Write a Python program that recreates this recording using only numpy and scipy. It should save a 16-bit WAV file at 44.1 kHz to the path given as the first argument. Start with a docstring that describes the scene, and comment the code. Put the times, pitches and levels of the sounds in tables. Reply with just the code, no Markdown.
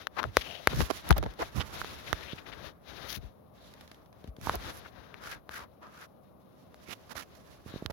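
"""A hand-held phone is pushed along a cat's fur, then held beside the cat in a quiet room.
At first, hairs and fingers stick and slip over its two microphone ports, each hearing its own rustle,
while the case is knocked, scuffed and bumped. After three seconds the rubbing sinks and single hairs
tick past. A second flurry of knocks and hollow finger slides comes between four and six seconds.
Then only the grip shifts now and then over the room tone, ending in a cluster of dull taps."""
import sys
import numpy as np
from scipy import signal
from scipy.fft import rfft, irfft
from scipy.io import wavfile
from scipy.ndimage import uniform_filter1d

SR = 44100
rng = np.random.default_rng(int(sys.argv[2]) if len(sys.argv) > 2 else 0)


def unload_audio(sound):
    """Save the sound as a 16-bit wav file, at the path given as the first command line argument."""
    columns = np.transpose(np.atleast_2d(sound))
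    # keep every value between -1 and 1, then stretch to whole-number steps
    steps = np.round(np.clip(columns, -1, 1) * 32767)
    wavfile.write(sys.argv[1], SR, steps.astype(np.int16))


N = 349438
TIME = np.arange(N) / SR
BLOW_S = .008  # the level of a knock or tap is its rms over this time

# The bed of room tone and microphone hiss at each port. Each row: frequency in Hz, relative level in dB.
ROOM_TONE_LEFT = [(20, -24.5), (70, 4.5), (330, -3.5), (620, 4.5), (900, -7), (1150, -4.5), (1800, -26),
                  (4000, -41.5), (8500, -53), (10500, -24), (16000, -34)]
ROOM_TONE_RIGHT = [(20, -21), (70, 2.5), (200, 6.5), (500, -8), (950, -19.5), (1500, -29.5), (4000, -35),
                   (8800, -65.5), (10500, -34), (16000, -27.5)]
# Level of that bed in dB: left, then right.
ROOM_LEVEL_DB = [-56.5, -58]
# How the case and each port colour a touch. Each row: frequency in Hz, gain in dB.
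PORT_COLOUR_LEFT = [(100, -6.5), (280, 5), (620, 4.5), (950, 1.5), (1600, 3), (2500, -2), (3900, -6),
                    (6400, -16.5), (7700, -38.5), (9100, -38), (10000, -23.5), (16000, -31.5)]
PORT_COLOUR_RIGHT = [(100, 0.5), (280, 2), (500, -2), (1200, 1), (2000, -4), (4000, -8), (6000, -9),
                     (8200, -19.5), (9100, -24.5), (10400, -11.5), (16000, -22.5)]
# The low pressure rumble of handling. Each row: frequency in Hz, gain in dB.
RUMBLE_COLOUR = [(20, -36), (48, 1), (72, 0), (150, -7.5), (250, -18.5), (600, -30.5), (2000, -71.5)]
# How the case answers a soft fingertip. Each row: frequency in Hz, gain in dB.
TAP_COLOUR = [(40, -2.5), (130, 5), (300, 0), (550, -8), (850, -28), (2000, -50)]
# Dull finger taps as the grip changes. Each row: start in seconds, left and right level in dB.
FINGER_TAPS = [(2.3322, -44, -32.5), (4.244, -41, -49), (4.385, -42, -48.5), (6.8892, -53, -42),
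               (7.6617, -46.5, -39.5), (7.7396, -39, -35.5), (7.76, -41, -33), (7.824, -38.5, -33.5),
               (7.855, -41, -35.5)]
# Soft bumps that press air into the ports. Each row: middle and half-length in seconds,
# left and right level in dB.
AIR_BUMPS = [(0.273, 0.051, -44, -36.5), (0.746, 0.05, -47, -30.5), (0.8, 0.053, -23, -52),
             (1.115, 0.02, -14, -18), (1.189, 0.041, -31, -27.5), (1.258, 0.04, -34, -37),
             (1.577, 0.035, -47, -24.5), (3.183, 0.022, -36, -43), (3.241, 0.013, -33.5, -48),
             (4.285, 0.013, -34.5, -38.5), (4.431, 0.029, -42, -45), (4.56, 0.016, -35, -37)]
# Single hairs flicking past a port. Each row: start in seconds, level before trim in dB,
# left minus right in dB.
HAIR_FLICKS = [(1.2373, -39.5, 8), (1.3073, -52, 1), (1.337, -51, -5), (2.209, -45, 10), (3.738, -48, -1),
               (3.81, -46, 1), (3.877, -51, -2), (3.9149, -44, 0), (3.945, -53.5, 0.5), (4.06, -59.5, 2),
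               (4.128, -56, 1), (4.2415, -51.5, 2), (4.275, -53, 2), (4.3653, -50.5, 1.5),
               (4.413, -46.5, -9), (7.209, -42, -2), (7.352, -55, -13)]
# Short scuffs across the ports. Each row: middle and half-length in seconds, left and right level in dB,
# ring in Hz, brightness in dB per octave.
PORT_SCUFFS = [(0.175, 0.013, -31.5, -57, 1010, 0), (0.194, 0.017, -25, -45, 1120, 1.5),
               (0.219, 0.02, -36.5, -51, 1130, -6), (0.251, 0.018, -35.5, -54, 630, -3.5),
               (0.417, 0.012, -33.5, -47, 2850, 5.5), (0.734, 0.01, -32.5, -55, 490, -3),
               (0.812, 0.025, -35.5, -27.5, 295, 1), (0.907, 0.013, -40, -21.5, 497, -0.5),
               (1.091, 0.0024, -32, -32, 12100, 5.5), (1.109, 0.01, -17.5, -44, 300, -1),
               (1.169, 0.01, -45, -29, 704, -1.5), (1.184, 0.0087, -31.5, -34.5, 600, 0.5),
               (1.235, 0.013, -40, -31.5, 477, -3), (1.264, 0.013, -40.5, -32, 670, -5),
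               (1.399, 0.014, -37, -33, 420, -1), (1.421, 0.026, -29.5, -31, 720, -0.5),
               (1.613, 0.02, -47, -31, 3030, -2), (2.078, 0.012, -39.5, -56, 2700, 0.5),
               (2.232, 0.011, -42, -56, 2700, 4), (2.387, 0.016, -44, -56, 2600, 0.5),
               (2.467, 0.014, -45, -59, 2510, 0), (2.531, 0.019, -41, -61, 2800, 0.5),
               (3.1, 0.018, -38, -65, 5600, 5), (4.549, 0.021, -36.5, -34, 570, -2),
               (4.86, 0.023, -45.5, -54, 1390, 0), (5.323, 0.018, -43, -45, 1900, 3),
               (7.907, 0.0083, -40.5, -37.5, 560, 1)]
# Longer strokes of a finger or the coat. Each row: start and end in seconds, left and right level in dB,
# first and last ring in Hz, ring boost in dB, brightness in dB per octave, swell in dB.
SLIDING_STROKES = [(0.418, 0.665, -49, -64, 760, 620, 18, -4, -6),
                   (0.41, 0.611, -44.5, -72, 2870, 3050, 18, 5, -1),
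                   (0.735, 0.856, -55, -42, 6000, 4800, 2, 2.5, -2),
                   (2.137, 2.267, -55, -67, 1800, 1850, 28, 6, 16),
                   (2.275, 2.341, -43, -58, 2500, 3700, 13, 2, 5),
                   (2.299, 2.736, -56, -66.5, 417, 475, 5, -6.5, 23),
                   (3.061, 3.189, -39.5, -85, 4460, 3800, 0.5, 8.5, 4),
                   (3.56, 3.732, -64, -68, 3750, 3950, 15, 4, 2),
                   (4.417, 4.478, -56, -48, 1300, 1800, 5, 3.5, 12),
                   (4.721, 4.807, -73, -51.5, 10880, 11500, 8, 1, -4),
                   (5.199, 5.366, -45.5, -47, 1150, 1800, 9, 2, 4),
                   (5.5, 5.59, -44, -46.5, 1300, 1800, 12, 3, 10),
                   (5.571, 5.656, -46.5, -49, 1300, 910, 15, 1.5, -18),
                   (5.813, 5.916, -52.5, -53.5, 1070, 1300, 12, -2, -17),
                   (5.878, 6.071, -53, -54, 1120, 1490, 11, 1.5, 19),
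                   (6.856, 6.943, -57.5, -42, 2000, 3100, 8, 0.5, 24),
                   (7.099, 7.131, -62, -43.5, 1300, 1700, 5.5, 0, 7),
                   (7.155, 7.25, -57, -40.5, 1100, 2600, 6.5, 1, -30),
                   (7.68, 7.8, -56, -66, 3700, 3950, 18, 2.5, 0)]
# Sharp knocks on the case. Each row: start in seconds, left and right level in dB, ring in Hz,
# ring boost in dB, brightness in dB per octave, thud against the click in dB.
CASE_KNOCKS = [(0.0702, -27, -49, 1570, 9, 2.5, -36), (0.2303, -29.5, -70, 1180, 14.5, 4, -17),
               (0.2402, -25.5, -40, 1360, 13.5, -1, -31), (0.3697, -11.5, -19.5, 490, 7.5, 0.3, -16.5),
               (0.6726, -31.5, -30, 10600, 23, 0.5, -30), (0.673, -11.5, -20, 2450, 8, -2, -16),
               (0.806, -24, -40, 450, 1, -3.5, -8), (1.107, -13, -37, 1220, 17.5, 4, -3),
               (1.109, -24, -52, 12500, 15, 1.5, -20), (1.115, -45, -22, 770, 16, -1.5, -3),
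               (1.1265, -50, -30, 3000, 16, -1.5, -3), (1.1807, -33.5, -48, 14200, 13, 7, -12),
               (1.2281, -44, -29.5, 493, 12.5, -3, -11), (1.2625, -35, -60, 680, 13.5, 0, -18),
               (1.607, -33.5, -36, 3200, 19, -2.5, -22), (1.816, -39, -30, 1430, 12.5, -1, -35),
               (1.846, -42, -36, 492, 1, -3, -27), (2.1294, -37.5, -20, 1690, 7, -1.5, -7.5),
               (4.4712, -36, -27, 940, 14, -5, -8), (4.4954, -22.5, -25.5, 1050, 11, -2, -13),
               (4.5553, -34, -50, 12300, 4, 13, -13), (5.1426, -42, -51, 2420, 16, 1, -16),
               (5.4928, -38, -49, 1246, 4.5, 0, -11.5), (6.744, -51, -55, 690, 10.5, 1.5, -12.5),
               (7.1551, -46, -42.5, 680, 9, -2, -0.5), (7.8612, -56, -31, 3240, 14, 0.5, -2),
               (7.8992, -53, -33.5, 584, 14, -10, -5)]
# Passes of the coat or a finger over the ports. Each row: start and length in seconds, left and right
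# level at mid-pass in dB, hair hiss against the drag before trim in dB, swell in dB.
RUB_PASSES = [(0.0, 0.02, -48.5, -60, 3, 2), (0.165, 0.17, -53, -60.5, -1.5, -5),
              (0.374, 0.18, -47, -55, 4.5, -3.5), (0.577, 0.083, -54.5, -62.5, 4.5, 0),
              (0.703, 0.11, -42.5, -51, 0.5, 0.5), (0.841, 0.16, -51, -45.5, 3.5, -1),
              (1.051, 0.035, -42.5, -43.5, -3, 4), (1.105, 0.26, -51.5, -58, -4.5, -4.5),
              (1.409, 0.13, -52, -54.5, 0, -10), (1.577, 0.13, -56.5, -44, -1.5, -9),
              (1.734, 0.078, -43.5, -47, 1, -0.5), (1.843, 0.32, -48, -52.5, 1, -1),
              (2.094, 0.33, -50.5, -55, -1, -8), (2.47, 0.225, -47.5, -61, -3.5, 0.5),
              (2.729, 0.15, -66.5, -67.5, -6.5, 1), (2.892, 0.25, -46, -64.5, 0.5, 4.5),
              (3.239, 0.071, -58.5, -74.5, 1, -7), (3.556, 0.285, -63, -61.5, 0, 6.5),
              (3.903, 0.13, -67, -65.5, -4.5, -4), (4.14, 0.15, -64.5, -68, -3, 6),
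              (4.464, 0.083, -47.5, -42.5, 0.5, 3.5), (4.601, 0.1, -44, -46, -1, 3.5),
              (4.725, 0.16, -51.5, -56, -3, -1.5), (4.925, 0.36, -51, -66.5, -5.5, 4),
              (5.216, 0.15, -53, -57, -9, 7.5), (5.52, 0.12, -56.5, -58.5, -12, 2.5),
              (6.53, 0.42, -69.5, -67.5, 1.5, 8.5), (6.962, 0.64, -67.5, -63, 0, 2.5),
              (7.687, 0.18, -55, -56.5, -2, -7)]
# Faint rubbing of the resting hand in dB: left, then right.
RESTING_GRIP_DB = [-76.5, -80]


def undb(db):
    """Decibels to gain."""
    return 10 ** (np.asarray(db) / 20)


def unit(x):
    """Scale to an rms of one."""
    return x / np.sqrt(np.mean(x ** 2))


def curve(points, hz):
    """Read a (Hz, dB) spectrum on a log-frequency axis."""
    f, db = np.transpose(points)
    return np.interp(np.log(hz), np.log(f), db)


def colour(x, db_at, size=4096):
    """Causal EQ with the gain db_at(Hz), built from its cepstrum."""
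    hz = np.maximum(np.arange(size // 2 + 1) * SR / size, 1)
    cepstrum = irfft(np.log(undb(db_at(hz))))
    cepstrum[1:size // 2] *= 2
    cepstrum[size // 2 + 1:] = 0
    return signal.fftconvolve(x, irfft(np.exp(rfft(cepstrum))))


def walk(rate_hz):
    """A wandering modulator: random levels, held and smoothed twice, with an rms of one."""
    hold = int(SR / rate_hz)
    held = np.repeat(rng.standard_normal(N // hold + 1), hold)
    return unit(uniform_filter1d(uniform_filter1d(held, hold), hold)[:N])


def slips(n, rate_hz, spread_db, smooth):
    """Tiny stick-slip releases of uneven size over a share of smooth friction noise."""
    sizes = rng.choice([-1, 1], n) * undb(spread_db * np.clip(rng.standard_normal(n), -2, 2))
    releases = sizes * (rng.random(n) < rate_hz / SR)
    return unit(unit(releases + 1e-9) + smooth * rng.standard_normal(n))


def add(track, start, x):
    """Mix x into the track from a start time on."""
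    i = max(int(start * SR), 0)
    track[i:i + len(x)] += x[:max(N - i, 0)]


def touch(force, port, ring_hz, tilt_db, ring_db, ring_octaves):
    """One contact heard through a port, at unit energy: the gap under the finger rings."""
    def gain_db(hz):
        octaves = np.log2(np.maximum(hz, 200) / ring_hz)
        resonance_db = ring_db / (1 + (octaves / ring_octaves) ** 2)
        bass_cut_db = -10 * np.log10(1 + (60 / hz) ** 2)
        return curve(port, hz) + tilt_db * octaves + resonance_db + bass_cut_db
    x = colour(force, gain_db)
    return x / np.sqrt(np.sum(x ** 2))


def room(shared=0.77):
    """A steady bed of room tone and hiss, partly common to both ports."""
    common = rng.standard_normal(N)
    bed = []
    for spectrum, db in zip((ROOM_TONE_LEFT, ROOM_TONE_RIGHT), ROOM_LEVEL_DB):
        noise = shared * common + rng.standard_normal(N)
        tone = colour(noise, lambda hz: curve(spectrum, hz))[:N]
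        bed.append(unit(tone) * undb(db))
    return np.array(bed)


def taps(channel):
    """A fingertip lands on the case: one dull swing, a little higher or lower each time."""
    out = np.zeros(N)
    for start, *port_db in FINGER_TAPS:
        pitch = rng.uniform(0.87, 1.38)
        swing = colour(np.ones(1), lambda hz: curve(TAP_COLOUR, hz / pitch))
        add(out, start, swing * undb(port_db[channel]) * np.sqrt(BLOW_S * SR / np.sum(swing ** 2)))
    return out


def bumps(channel, lead_s=.004):
    """Soft pushes of air into a port: a few slow swings of pressure each."""
    out = np.zeros(N)
    for middle, half_s, *port_db in AIR_BUMPS:
        n = int(2 * half_s * SR)
        puff = rng.standard_normal(SR // 2)[:n] * np.hanning(n)
        push = colour(puff, lambda hz: curve(RUMBLE_COLOUR, hz))
        gain = undb(port_db[channel]) * np.sqrt(n / 2 / np.sum(push ** 2))
        add(out, middle - half_s - lead_s, gain * push)
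    return out


def flicks(port, channel, trim_db=-1, decay_s=0.003):
    """A hair slips free: a thin tick of tiny slips that die at once, each hair with its own ring."""
    out, t = np.zeros(N), TIME[:SR // 32]
    for start, db, pan_db in HAIR_FLICKS:
        force = slips(len(t), rate_hz=2400, spread_db=1.2, smooth=0.65) * np.exp(-t / decay_s)
        gain = undb(db + trim_db + (pan_db, -pan_db)[channel] / 2) * np.sqrt(decay_s * SR)
        ring_hz = 3600 * rng.uniform(0.86, 1.2)
        add(out, start, gain * touch(force, port, ring_hz, tilt_db=1.0, ring_db=5.0, ring_octaves=0.27))
    return out


def scuffs(port, channel):
    """A burst of slips swells and fades as something jerks over the port."""
    out = np.zeros(N)
    for middle, half_s, *port_db, ring_hz, tilt_db in PORT_SCUFFS:
        n = int(2 * half_s * SR)
        force = slips(SR // 2, rate_hz=2400, spread_db=7.5, smooth=0.77)[:n] * np.hanning(n)
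        scuff = touch(force, port, ring_hz, tilt_db, ring_db=14.5, ring_octaves=0.96)
        add(out, middle - half_s, scuff * undb(port_db[channel]) * np.sqrt(n / 2))
    return out


def strokes(port, channel, lead_s=.012, trail_s=0.0051, grit_db=2.2, stages=5):
    """A gritty slide eases in and lifts off; its hollow ring glides as the gap at the port changes."""
    out = np.zeros(N)
    grit = undb(grit_db * walk(rate_hz=260))  # the slide catches and lets go
    for start, end, *port_db, first_hz, last_hz, ring_db, tilt_db, swell_db in SLIDING_STROKES:
        n = int((end - start + lead_s + trail_s) * SR)
        progress = np.linspace(0, 1, n)
        contact = np.clip(np.minimum(progress / 0.37, (1 - progress) / 0.25), 0, 1)  # fade in and out
        pressure = np.sin(contact * np.pi / 2) ** 2 * undb(swell_db * progress) * grit[int(start * SR):][:n]
        # the glide is an equal-power crossfade through a row of rings
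        for k, ring_hz in enumerate(np.geomspace(first_hz, last_hz, stages)):
            crossfade = np.sqrt(np.maximum(1 - np.abs(progress * (stages - 1) - k), 0))
            envelope = pressure * crossfade
            gain = undb(port_db[channel]) * np.sqrt(np.sum(envelope ** 2) / np.mean(pressure ** 2))
            force = slips(SR // 2, rate_hz=4000, spread_db=8.8, smooth=1.0)[:n] * envelope
            slide = touch(force, port, ring_hz, tilt_db, ring_db, ring_octaves=0.33)
            add(out, start - lead_s, gain * slide)
    return out


def knocks(port, channel, thud_hz, rattle_s=0.0022, thud_s=0.0068, dispersion=.7):
    """A sharp push and a brief rattle ring the case; a low thud swings out under them."""
    out, t = np.zeros(N), TIME[:SR // 16]
    thud = np.sin(2 * np.pi * thud_hz * t) * np.exp(-t / thud_s)
    thud /= np.sqrt(np.sum(thud ** 2))
    for start, *port_db, ring_hz, ring_db, tilt_db, thud_db in CASE_KNOCKS:
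        force = .05 * rng.standard_normal(len(t)) * np.exp(-t / rattle_s)
        force[0] -= 1  # the push
        # the case springs back against the finger a moment later, which hollows the click
        rebound_s = rng.uniform(.0003, .00044)
        force += .42 * np.sinc((t - rebound_s) * SR / 4) / 4
        gain = undb(port_db[channel]) * np.sqrt(BLOW_S * SR)
        add(out, start, gain * touch(force, port, ring_hz, tilt_db, ring_db, ring_octaves=0.44))
        add(out, start, gain * undb(thud_db) * thud)
    # bending waves in the case bring the treble a little ahead of the bass
    for _ in range(2):
        out = signal.lfilter([-dispersion, 1], [1, -dispersion], out)
    return out


def friction_levels(channel, attack_db_per_s=326.5, release_db_per_s=400):
    """Envelopes of drag and hair hiss in dB: each pass builds up, swells or eases, and dies away."""
    t = TIME[::32]
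    drag_db = hiss_db = np.full(len(t), RESTING_GRIP_DB[channel])
    for start, length, *port_db, hair_db, swell_db in RUB_PASSES:
        attack_db = attack_db_per_s * np.maximum(start - t, 0)
        release_db = release_db_per_s * np.maximum(t - start - length, 0)
        progress = np.clip((t - start) / length, 0, 1)
        db = port_db[channel] + swell_db * (progress - .5) - attack_db - release_db
        drag_db, hiss_db = np.maximum(drag_db, db), np.maximum(hiss_db, db + hair_db)
    return np.interp(TIME, t, drag_db), np.interp(TIME, t, hiss_db)


def rubbing(port, channel, drag_ring_hz, drag_ring_db, hiss_ring_hz, hiss_ring_db,
            hiss_trim_db, hiss_tilt_db, rumble_db, spurt_db, uneven_db=2.0, split_hz=1870):
    """Fur over a port: coarse slips drag, the case rumbles along, and fine hairs hiss in spurts."""
    drag_db, hiss_db = friction_levels(channel) + uneven_db * walk(rate_hz=30)
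    lowpass = signal.butter(4, split_hz, "low", fs=SR, output="sos")
    highpass = signal.butter(4, split_hz, "high", fs=SR, output="sos")
    coarse = signal.sosfilt(lowpass, slips(N, rate_hz=2500, spread_db=3.4, smooth=0.97))
    hairs = slips(N, rate_hz=6000, spread_db=4.3, smooth=1.0) * undb(spurt_db * walk(rate_hz=60))
    fine = signal.sosfilt(highpass, hairs)
    drag = unit(touch(coarse, port, drag_ring_hz, 0., drag_ring_db, ring_octaves=0.17)[:N])
    drag *= undb(drag_db + 0.49 * walk(rate_hz=70))
    hiss = unit(touch(fine, port, hiss_ring_hz, hiss_tilt_db, hiss_ring_db, ring_octaves=0.13)[:N])
    hiss *= undb(hiss_db + hiss_trim_db)
    rumble = unit(colour(rng.standard_normal(N), lambda hz: curve(RUMBLE_COLOUR, hz))[:N])
    return drag + hiss + rumble * undb(drag_db + rumble_db)


def scene():
    """Each port hears its own rubbing and its share of every touch, over the room tone."""
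    left = rubbing(PORT_COLOUR_LEFT, channel=0, drag_ring_hz=1750, drag_ring_db=0.5,
                   hiss_ring_hz=3720, hiss_ring_db=4.0, hiss_trim_db=-1.5, hiss_tilt_db=3.5,
                   rumble_db=-4.5, spurt_db=2.0)
    right = rubbing(PORT_COLOUR_RIGHT, channel=1, drag_ring_hz=1200, drag_ring_db=0.0,
                    hiss_ring_hz=5600, hiss_ring_db=0.0, hiss_trim_db=-2.0, hiss_tilt_db=1.0,
                    rumble_db=-0.5, spurt_db=3.0)
    left += knocks(PORT_COLOUR_LEFT, channel=0, thud_hz=67.5)
    right += knocks(PORT_COLOUR_RIGHT, channel=1, thud_hz=77.6)
    mix = np.array([left, right])
    for channel, port in enumerate((PORT_COLOUR_LEFT, PORT_COLOUR_RIGHT)):
        mix[channel] += scuffs(port, channel) + strokes(port, channel) + flicks(port, channel)
        mix[channel] += taps(channel) + bumps(channel)
    return mix + room()


def record(dry, ceiling=.92, bottom_hz=43, top_hz=16200):
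    """The phone rounds the loudest peaks, thins the deepest bass and cuts the top."""
    highpass = signal.butter(5, bottom_hz, "high", fs=SR, output="sos")
    lowpass = signal.ellip(10, .1, 80, top_hz, fs=SR, output="sos")
    rounded = ceiling * np.tanh(dry / ceiling)
    return signal.sosfilt(lowpass, signal.sosfilt(highpass, rounded))


dry = scene()
out = record(dry)
unload_audio(out)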